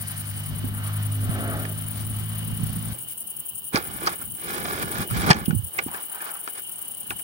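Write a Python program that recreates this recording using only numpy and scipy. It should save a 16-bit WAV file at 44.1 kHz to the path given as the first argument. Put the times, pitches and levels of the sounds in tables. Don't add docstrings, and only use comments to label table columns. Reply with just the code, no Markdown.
import sys
import numpy as np
from scipy import signal
from scipy.fft import rfft, irfft, next_fast_len
from scipy.io import wavfile

SR = 44100
rng = np.random.default_rng(int(sys.argv[2]) if len(sys.argv) > 2 else 0)


def to_wav(s):
    ch = np.atleast_2d(s).T
    pcm = np.round(np.clip(ch, -1, 1) * 32767)
    wavfile.write(sys.argv[1], SR, pcm.astype(np.int16))


N = 318887
T = np.arange(N) / SR
# pitch_hz [Hz], width_hz [Hz], level_db [dB]
CASE_MODES = [(338, 85, 0), (660, 89, -6), (795, 38, 2), (1160, 94, 2.5), (1450, 43, 5), (1700, 43, 4.5),
              (2144, 140, -2.5), (2364, 25, -0.5), (3370, 190, -8.5), (3870, 120, -11.5),
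              (4730, 540, -13.5), (5530, 500, -23.5), (6070, 170, -30.5), (7270, 610, -19)]


def amp(db):
    return 10 ** (np.asarray(db) / 20)


def evened(x):
    return x / np.sqrt(np.mean(x ** 2) + 1e-20)


def curves(rows, silent=None):
    s, *columns = np.transpose(rows)
    return [np.interp(T, s, c, silent, silent) for c in columns]


def coloured(x, points):
    size = next_fast_len(N)
    hz, db = np.transpose(points)
    bins_hz = np.fft.rfftfreq(size, 1 / SR)
    gain = amp(np.interp(np.log(bins_hz + 1), np.log(hz), db, -90, -90))
    return evened(irfft(rfft(x, size) * gain, size)[..., :N])


def drift(per_s, channels=1):
    steps = rng.standard_normal((channels, int(N / SR * per_s) + 2))
    return evened(np.array([np.interp(T * per_s, np.arange(len(s)), s) for s in steps]))


def pair(lag_s, same=1):
    # pitch_hz [Hz], likeness [0 to 1]
    likeness = [(60, 0.14), (300, 0.48), (1000, 0.72), (3000, 0.42), (7000, 0.018), (15000, 0.026)]
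    size = next_fast_len(N)
    hz = np.fft.rfftfreq(size, 1 / SR)
    a, b = rfft(rng.standard_normal((2, size)))
    table_hz, shares = np.transpose(likeness)
    c = np.clip(same * np.interp(np.log(hz + 1), np.log(table_hz), shares), 0, 1)
    left = a * np.exp(-2j * np.pi * hz * lag_s)
    right = c * a + np.sqrt(1 - c ** 2) * b
    return irfft([left, right], size)[:, :N]


def sides(pan_db):
    return amp(np.array([[.5], [-.5]]) * pan_db)


def bump(turns, centre, width):
    return np.exp(-.5 * (((turns - centre + .5) % 1 - .5) / width) ** 2)


def ring(x, hz, width):
    r = np.exp(-np.pi * width / SR)
    return (1 - r) * signal.lfilter([1, 0, -1], [1, -2 * r * np.cos(2 * np.pi * hz / SR), r * r], x)


def add(mix, s, sound):
    part = mix[:, round(s * SR):][:, :sound.shape[1]]
    part += sound[:, :part.shape[1]]


def paced(bouts):
    turns = np.zeros(N)
    for start, end, per_s, share in bouts:
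        done = np.round(turns[round(start * SR)] - share) + share
        turns = np.where(T >= start, done + per_s * (np.minimum(T, end) - start), turns)
    return turns


def engine():
    # start_s [s], firing_hz [Hz], levels of orders 2, 3, 4 and 5 [dB], rumble_db [dB]
    course = [(0.0, 51.7, -36.5, -58, -60, -56, -44), (0.05, 50.2, -41, -43, -55, -70, -42),
              (0.19, 50.77, -35, -42, -50, -52, -42.5), (0.46, 50.9, -36, -40, -54, -56.5, -41.5),
              (0.52, 50.72, -38, -36, -46, -45, -31), (0.61, 50.9, -30.5, -41, -47, -52, -41),
              (0.64, 51.5, -31.5, -38, -50, -46, -31), (0.7, 51.16, -33.5, -45, -43, -50, -38.5),
              (0.99, 51.5, -27, -36, -50.5, -52, -40.5), (1.22, 51.83, -27, -42, -56, -41, -37),
              (1.28, 52.0, -27.5, -47, -43, -43.5, -31), (1.42, 52.4, -33, -50, -38, -35, -34.5),
              (1.67, 52.25, -33.5, -36.5, -45, -47.5, -40), (1.92, 52.6, -35, -41, -51, -50.5, -35.5),
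              (2.16, 53.05, -32, -47, -43, -50, -37), (2.26, 53.5, -32, -39.5, -48.5, -77, -39),
              (2.39, 53.57, -33, -37.5, -44, -55, -35.5), (2.92, 54.15, -34.5, -38, -41.5, -53, -35.5)]
    # multiple of the firing rate, level_db against the nearest of the four loud orders [dB]
    orders = [(1, -25), (2, 1), (3, -0.5), (4, 0), (5, -0.5), (6, -13), (7, -19), (8, -18.5), (9, -36),
              (10, -23.5), (11, -20), (12, -19.5), (13, -21)]
    # pitch_hz [Hz], level_db [dB per Hz]
    rumble_spectrum = [(25, -3), (45, 0), (100, 2.5), (150, -1), (190, -2.5), (270, -10.5), (340, -17),
                       (600, -30)]
    rasp_spectrum = [(210, -68), (350, -11.5), (473, -14.5), (631, 0), (896, -3), (1260, 0.5), (2410, -3.5),
                     (2910, -10), (3140, -2), (7000, -16.5), (9100, -36), (15400, -120)]
    stop_s = 2.934
    rasp_db, ring_hz, ring_db, ring_t60_s = -46, 123.8, -42, 0.68

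    hz, *loud_db, rumble_db = curves(course)
    turns = np.cumsum(hz) / SR
    waver = drift(7, channels=2 * len(orders))
    open_db = np.interp(T, (1.19, 1.72), (0, 14.336), right=0)
    hum = 0
    for i, (k, db) in enumerate(orders):
        nearest = min(max(i - 1, 0), len(loud_db) - 1)
        level_db = db + (k > 6) * open_db + loud_db[nearest] + 0.42 * waver[2 * i]
        spread = .6 * k ** 2
        hum = hum + amp(level_db) * np.cos(2 * np.pi * k * turns - spread + .12 * waver[2 * i + 1])
    hum = np.sqrt(2) * np.array([np.roll(hum, 7), hum])

    rumble = amp(rumble_db + 1.8 * drift(25)) * coloured(pair(1.6e-4, same=.6), rumble_spectrum)

    pulsing = pair(1.6e-4) * (2.5 + bump(turns, 0, 0.19))
    rasp = amp(rasp_db + 1.5 * drift(15)) * coloured(pulsing, rasp_spectrum)
    treble = signal.sosfilt(signal.butter(2, 3800, "high", fs=SR, output="sos"), rasp)
    rasp = rasp + (amp(2.5 * drift(9)) - 1) * treble

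    after = np.maximum(T - stop_s, 0)
    tail = amp(ring_db - 60 * after / ring_t60_s) * np.sin(2 * np.pi * ring_hz * after)
    running = np.clip((stop_s - T) / 0.0024 + .5, 0, 1)
    return (hum + rumble + rasp) * running + tail


def rushes():
    # start_s, peak_s, end_s [s], peak_db of the lower resonance [dB], low_hz, high_hz [Hz],
    # high_db against the lower [dB]
    swells = [(-.2, 0.055, 0.92, -47, 1710, 4130, -2.5), (0.59, 0.86, 1.2, -54.5, 840, 1280, 11),
              (1.07, 1.532, 1.77, -38, 674, 1160, 1), (1.137, 1.451, 1.87, -41.5, 270, 415, -5),
              (4.315, 4.67, 5.5, -37.5, 305, 189, -5.5), (5.073, 5.248, 5.4, -40, 372, 570, -14),
              (5.875, 5.952, 6.06, -41, 960, 1380, -6), (6.025, 6.228, 6.52, -45, 870, 1280, 1)]
    out = 0
    for start, peak, end, peak_db, low_hz, high_hz, high_db in swells:
        swell = np.sin(np.pi / 2 * np.interp(T, (start, peak, end), (0, 1, 0))) ** 1.93
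        noise = amp(0.7 * drift(45)) * pair(0.00019, same=1.5)
        low, high = (evened(ring(ring(noise, hz, 0.6 * hz), hz, 0.95 * hz)) for hz in (low_hz, high_hz))
        out = out + amp(peak_db) * swell * (low + amp(high_db) * high)
    return out


def katydids():
    # start_s [s], level_db [dB]
    loudness = [(0, -39.5), (.55, -43), (2, -41.5), (2.92, -42.5), (3.2, -40), (4, -41), (5, -40.5),
                (6, -41), (7.23, -40)]
    # pitch_hz [Hz], level_db [dB per Hz]
    wing_spectrum = [(5000, -28), (6500, -25), (8000, -12.5), (9100, 1), (9600, 2), (10300, 0.5),
                     (11200, -11.5), (12200, -29), (15900, -34)]
    top_spectrum = [(10300, -31), (11400, -8), (13000, -5), (14500, -0.5), (15900, 3)]
    # start_s, end_s [s], double strokes per s [1/s], share of a turn done at the start
    quick_bouts = [(0, .5, 11.0, .15), (.73, 1.95, 11.1, .66), (1.95, 2.93, 10.83, .21),
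                   (2.93, 7.3, 11.0, .14)]
    slow_bouts = [(0, 2.93, 10.57, .1), (2.93, 7.3, 10.527, .37)]
    body_pan_db, top_pan_db = 4.5, 11.5
    top_db, quick_top_db = -5.5, -15

    level_db, = curves(loudness)
    singers = []
    for turns, gain_db, side_db in ((paced(quick_bouts), 0, -1), (paced(slow_bouts), 0.5, 1)):
        effort = amp(0.43 * rng.standard_normal(200))[(2 * (turns + .18)).astype(int)]
        stroke = effort * (bump(turns, 0, 0.059) + bump(turns, 0.32, 0.083))
        teeth = amp(.7 * np.minimum(rng.exponential(1, N), 3)) * (rng.random(N) < 900 / SR)
        scrape = evened(signal.oaconvolve(teeth, np.hanning(40), "same")) + 1.14
        singers.append(amp(gain_db) * sides(side_db) * stroke * scrape * pair(1e-4, same=5))
    quick, slow = singers
    chorus = rng.standard_normal((2, N))
    body_source = evened(quick + slow) + 0.26 * chorus
    top_source = evened(amp(quick_top_db) * quick + slow) + 0.33 * chorus
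    body = sides(body_pan_db) * coloured(body_source, wing_spectrum)
    top = sides(top_pan_db) * coloured(top_source, top_spectrum)
    return amp(level_db + 2.5) * (body + amp(top_db) * top)


def ticker():
    # start_s [s], level_db [dB], left_minus_right_db [dB], blur [amplitude factor]
    course = [(0, -51, -2, .55), (1, -47.5, 7, .55), (2.9, -45, 6, .45), (2.96, -43.5, -8, .22),
              (4, -42.5, -9, .25), (5, -42.5, -8, 0.31), (7.23, -48.5, -12, .28)]
    # start_s, end_s [s], ticks per s [1/s], share of a turn done at the start
    bouts = [(0, 2.93, 82.82, .8), (2.93, 4, 82.13, .25), (4, 7.3, 82.39, .14)]
    turns = paced(bouts)
    level_db, pan_db, blur = curves(course)
    number = (turns + .5).astype(int)
    start = rng.random(700)[number]
    beat = (turns + .5) % 1 - .5
    falling = np.cos(2 * np.pi * (186 * beat - 55 * beat ** 2 + start))
    chirp = falling + .8 * pair(-1e-4)
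    size = amp(2.2 * rng.standard_normal(700))[number]
    ticks = size * (bump(turns, 0, 0.06) + 0.3 * bump(turns, -0.11, .05)) * chirp
    ticks = ticks + blur * pair(-0.00015)
    spectrum = [(11000, -44), (13300, -20), (14500, -15), (15500, -23), (15900, -15)]  # (Hz, dB per Hz)
    return amp(level_db) * sides(pan_db) * coloured(ticks, spectrum)


def crickets():
    pitch_hz, level_db = 2954, -49
    throb = 1.8 + bump(30.0 * T + 0.28 * drift(3.19)[0], 0, 0.24)
    tone = ring(ring(pair(1.6e-4, same=1.2), pitch_hz, 220), pitch_hz, 300)
    return amp(level_db + 1.3 * drift(12)) * evened(tone * throb)


def air():
    # pitch_hz [Hz], level_db [dB per Hz]
    spectrum = [(18, -51), (30, -37), (106, -1), (592, -7.5), (828, -6), (1240, -8.5), (2310, -17.5),
                (2600, -50), (2930, -5), (3460, -10.5), (6760, -22), (9000, -5), (11700, -8.5),
                (19800, -120)]
    level_db = -49.5
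    return amp(level_db + drift(2.5)) * coloured(pair(0.000182, same=1.0), spectrum)


def knocks():
    # start_s [s], peak_db before panning [dB], pitch_hz [Hz], t60_s [s], left_minus_right_db [dB]
    pushes = [(0.641, -30.5, 247, 0.068, -21), (1.292, -17, 121, 0.03, -11), (2.528, -34, 146, 0.013, -26),
              (2.601, -21.5, 160, 0.061, -11), (2.631, -20, 137.2, 0.046, -15),
              (2.697, -25.5, 123, 0.024, -13), (2.76, -26.5, 176, 0.1, -9), (3.7446, -12.5, 229, 0.014, -5),
              (3.7534, -19.5, 427, 0.0051, 1), (3.78, -25, 373, 0.035, -9), (4.02, -29, 370, 0.011, -4),
              (4.035, -27.5, 355, 0.057, -4), (5.113, -31.5, 118, 0.16, -27), (5.289, -33, 330, 0.022, -2),
              (5.3031, -1, 151, 0.051, -2), (5.352, -24, 340, .04, -5), (5.4805, -18.5, 194, 0.031, -23),
              (5.498, -26.5, 157, 0.052, -32), (5.529, -23, 187, 0.053, -26.5),
              (5.547, -23.5, 172, 0.029, -23), (5.559, -22.5, 103, 0.1, -23.5),
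              (5.589, -27.5, 112, 0.08, -19), (5.628, -32.5, 89, 0.15, -19), (5.863, -22.5, 255, 0.019, -8)]
    out, t = np.zeros((2, N)), T[:SR // 4]
    for s, peak_db, hz, t60, pan_db in pushes:
        onset = np.minimum(t * hz / 0.63, 1)
        push = -np.sin(2 * np.pi * hz * t) * amp(-60 * t / t60) * onset
        add(out, s, amp(peak_db) * sides(pan_db) * push / abs(push).max())
    return out


def clicks():
    # snap_s at mid-rise [s], peak_db before panning [dB], pitch_hz [Hz],
    # ping_db against the main ring [dB], t60_s of the rattle [s], left_minus_right_db [dB],
    # blow_db of the first blow over the rattle [dB]
    strikes = [(1.652, -31, 1780, -20, 0.023, -6, 15), (2.932, -48, 795, -18, 0.086, -1, 2),
               (2.942, -40, 556, -25, .06, -7, 3), (2.955, -45, 340, -30, 0.075, -6, 3),
               (3.741, -36, 1300, 5, 0.022, -1, 8), (3.759, -12, 2140, 6.5, 0.039, -4.5, 17.5),
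               (3.7667, -17, 1310, -16, 0.026, 3, 17), (3.7738, -23, 810, 2, 0.023, -16, 15),
               (4.066, -27, 1140, 8, 0.023, -15, 17), (4.071, -16.5, 1240, -4, 0.044, -1.5, -2),
               (4.077, -21, 854, 0, 0.059, -5, 15), (4.218, -37.5, 1340, -22, 0.044, -8, 11),
               (5.108, -29.5, 1310, -25, 0.035, -2, 8), (5.3042, -5.5, 890, -17, 0.07, -4, 14),
               (5.3062, -5, 3180, 4, 0.043, -3, -1), (5.3075, -8.5, 675, -25, 0.058, -11, 10),
               (5.31, -4, 1700, -13, 0.065, 5.5, 1), (5.314, -3.5, 810, 5, 0.037, -6, 14),
               (5.332, -10.5, 3100, 7, 0.024, -5, 15), (5.346, -20, 5800, -4, 0.016, -5, 18),
               (5.355, -27, 940, -15, 0.11, -5, 6), (5.458, -29, 3000, -6, 0.074, -1, 21),
               (5.5082, -30, 1400, -39, 0.034, 10, 24), (5.7883, -16.5, 2250, -17, 0.035, -4, 10),
               (5.793, -45, 2420, -30, .03, 0, 28), (5.883, -32, 820, -26, 0.043, 3, 16),
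               (5.944, -31.5, 1600, -29, 0.096, 4, 20), (5.978, -38, 980, -30, 0.04, 5, 15),
               (6.152, -34.5, 980, -30, 0.049, -4, 8), (6.205, -32, 1650, -30, .09, 0, 8),
               (6.222, -33.5, 1480, -30, 0.11, 4, 14), (6.264, -32, 1310, -30, .08, -4, 9),
               (6.292, -36, 1450, -30, 0.064, 10, 20), (6.353, -35, 1320, -30, 0.11, -1, 19),
               (6.4767, -28.5, 1300, -29, 0.034, 9, 33), (6.481, -37, 690, -30, .03, -7, 12),
               (6.488, -42, 700, -30, .04, -5, 16), (7.1066, -18, 2530, -39, 0.015, 0, 34),
               (7.105, -35, 3370, -41, 0.027, -11, 18), (7.11, -28.5, 1560, -29, 0.035, 9, 6),
               (7.116, -34, 890, -30, 0.07, -6, 13), (7.194, -38.5, 1790, -11, 0.027, -2, 16),
               (7.202, -40.5, 704, -30, .025, -6, 10)]
    lead_s, lead_db = .01, -15.5
    rise_s, ping_hz = .0015, 4710
    ping_fade = 1.7
    lag = 14

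    out, t = np.zeros((2, N)), T[:SR // 8]
    since = np.maximum(t - lead_s, 0)
    blow = np.array([np.arange(len(t)) == round(lead_s * SR) + late for late in (lag, 0)])
    for row, (a, b) in zip(strikes, rng.standard_normal((len(strikes), 2, len(t)))):
        s, peak_db, hz, ping_db, t60, pan_db, blow_db = row
        rise = np.interp(t, (0, lead_s, lead_s + rise_s), (0, amp(lead_db), 1))
        rattle = np.array([np.roll(a, lag), 0.5 * a + 0.82 * b]) * amp(-60 * since / t60) * rise
        snap = rattle + amp(blow_db) * blow
        main, ping = (evened(ring(ring(snap, f, 0.14 * f), f, 0.54 * f)) for f in (hz, ping_hz))
        case = evened(sum(amp(0.78 * db) * ring(ring(snap, f, 1.55 * width), f, 6 * width)
                          for f, width, db in CASE_MODES))
        ping_gain = amp(ping_db - 60 * ping_fade * since / t60) * (t > lead_s)
        sound = main + ping_gain * ping + amp(-3.5) * case
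        level = amp(peak_db) / abs(sound.mean(0)).max()
        add(out, s - lead_s - rise_s / 2, level * sides(pan_db) * sound)
    return out


def hand():
    # full_s when full strength is reached [s], rise_s, hold_s, fall_s [s], rub_db [dB],
    # low grip_db [dB], treble tilt [dB per octave]
    moves = [(3.094, 0.061, 0.018, 0.076, -60.5, -70, 14.5), (3.75, 0.036, 0.02, 0.079, -24.5, -33, -1.5),
             (3.823, 0.035, 0.17, 0.15, -41.5, -47, -0.5), (4.089, 0.22, 0.038, 0.05, -33.5, -40.5, -0.5),
             (4.223, 0.13, 0.0092, 0.081, -42.5, -43.5, -1.5), (4.457, 0.13, 0.076, 0.13, -36, -45, 1),
             (4.73, 0.45, 0.044, 0.32, -29.5, -38.5, 0.5), (4.985, 0.12, 0.031, 0.075, -29, -32.5, 0.3),
             (5.172, 0.13, 0.16, 0.055, -31, -28, 1), (5.315, 0.13, 0.045, 0.12, -20.5, -22.5, -2.1),
             (5.51, 0.093, 0.0076, 0.087, -41.5, -32.5, -6.5), (5.627, 0.04, 0.047, 0.017, -68, -47, -4),
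             (5.793, 0.088, 0.0092, 0.056, -37.5, -48.5, -1.3), (5.89, 0.13, .01, 0.1, -44.5, -43, -1.5),
             (5.96, .07, .01, 0.12, -43.5, -67, -0.5), (6.27, 0.1, 0.027, 0.04, -43.5, -74, 2),
             (6.467, 0.1, 0.011, 0.1, -44.5, -78, 0), (6.579, 0.073, 0.012, 0.055, -42.5, -68, 0),
             (7.11, 0.13, .01, 0.2, -57, -49, 2)]
    # start_s [s], rub_db [dB], low grip_db [dB]
    rest = [(2.94, -53, -52), (3.15, -63, -56), (3.4, -58.5, -57), (3.7, -80, -57.5), (3.9, -72, -50),
            (5.85, -61, -58.5), (6.05, -50.5, -77), (6.55, -61, -68), (6.7, -52, -64.5), (7.23, -62, -60)]
    # pitch_hz [Hz], level_db [dB per Hz]
    grip_spectrum = [(25, -26), (50, -2.5), (100, -0.5), (170, 0), (250, -6.5), (400, -21)]
    scratch_spectrum = [(2800, -20), (4000, 3), (5500, -19), (7500, -7), (10000, -15)]
    move_shape = 1.82
    scratch_db, grains_per_s, lag_s = -22, 1200, .00033

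    rub, grip = amp(curves(rest, -120)) ** 2
    tilt = np.zeros(N)
    for s, rise, hold, fall, rub_db, grip_db, tilt_db in moves:
        corners = np.cumsum([s - rise, rise, hold, fall])
        power = np.interp(T, corners, (0, 1, 1, 0)) ** (2 * move_shape)
        rub = rub + amp(2 * rub_db) * power
        grip = grip + amp(2 * grip_db) * power
        tilt = tilt + tilt_db * amp(2 * rub_db) * power
    tilt = tilt / rub

    jerks_db = 1.5 * drift(18) + 1.8 * drift(70) + 1.5 * drift(300)
    slips = pair(lag_s, same=1.14)
    modes = []
    for k, (hz, width, db) in enumerate(CASE_MODES):
        own_slips = np.roll(slips, 999 * k, 1)
        damped = ring(ring(own_slips, hz, 2.6 * width), hz, 6.5 * width)
        modes.append(amp(db) * amp(jerks_db) * damped)
    skin = sum(amp(tilt * np.log2(hz / 1000)) * mode for (hz, _, _), mode in zip(CASE_MODES, modes))
    skin = skin / np.std(sum(modes))

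    sizes = amp(1.8 * np.minimum(rng.exponential(1, N), 4))
    grains = sizes * (rng.random(N) < grains_per_s / SR) * rng.choice([-1, 1], N)
    grains = np.array([np.roll(grains, round(lag_s * SR)), grains])
    scratch = amp(scratch_db + jerks_db) * coloured(grains, scratch_spectrum)

    shake = amp(3.5 * drift(40)) * coloured(pair(0, same=1.0), grip_spectrum)
    return np.sqrt(rub) * sides(-3.5) * (skin + scratch) + np.sqrt(grip) * sides(0.095) * shake


def scene():
    return engine() + rushes() + katydids() + ticker() + crickets() + air() + knocks() + clicks() + hand()


def record(dry):
    edge_hz = 15830
    dry = signal.sosfilt(signal.butter(2, 40, "high", fs=SR, output="sos"), dry)
    peak_db = 20 * np.log10(abs(dry).max(0) + 1e-9)
    fall = T * 110
    held_db = np.maximum.accumulate(peak_db + fall) - fall
    over_db = np.maximum(held_db + 7.5, 0)
    ducked = dry / amp(0.91 * signal.lfilter([.002], [1, -.998], over_db))
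    taps = signal.firwin(511, edge_hz, window=("kaiser", 9), fs=SR)
    return signal.oaconvolve(np.clip(ducked, -.96, .96), taps[None], "same")


dry = scene()
out = record(dry)
to_wav(out)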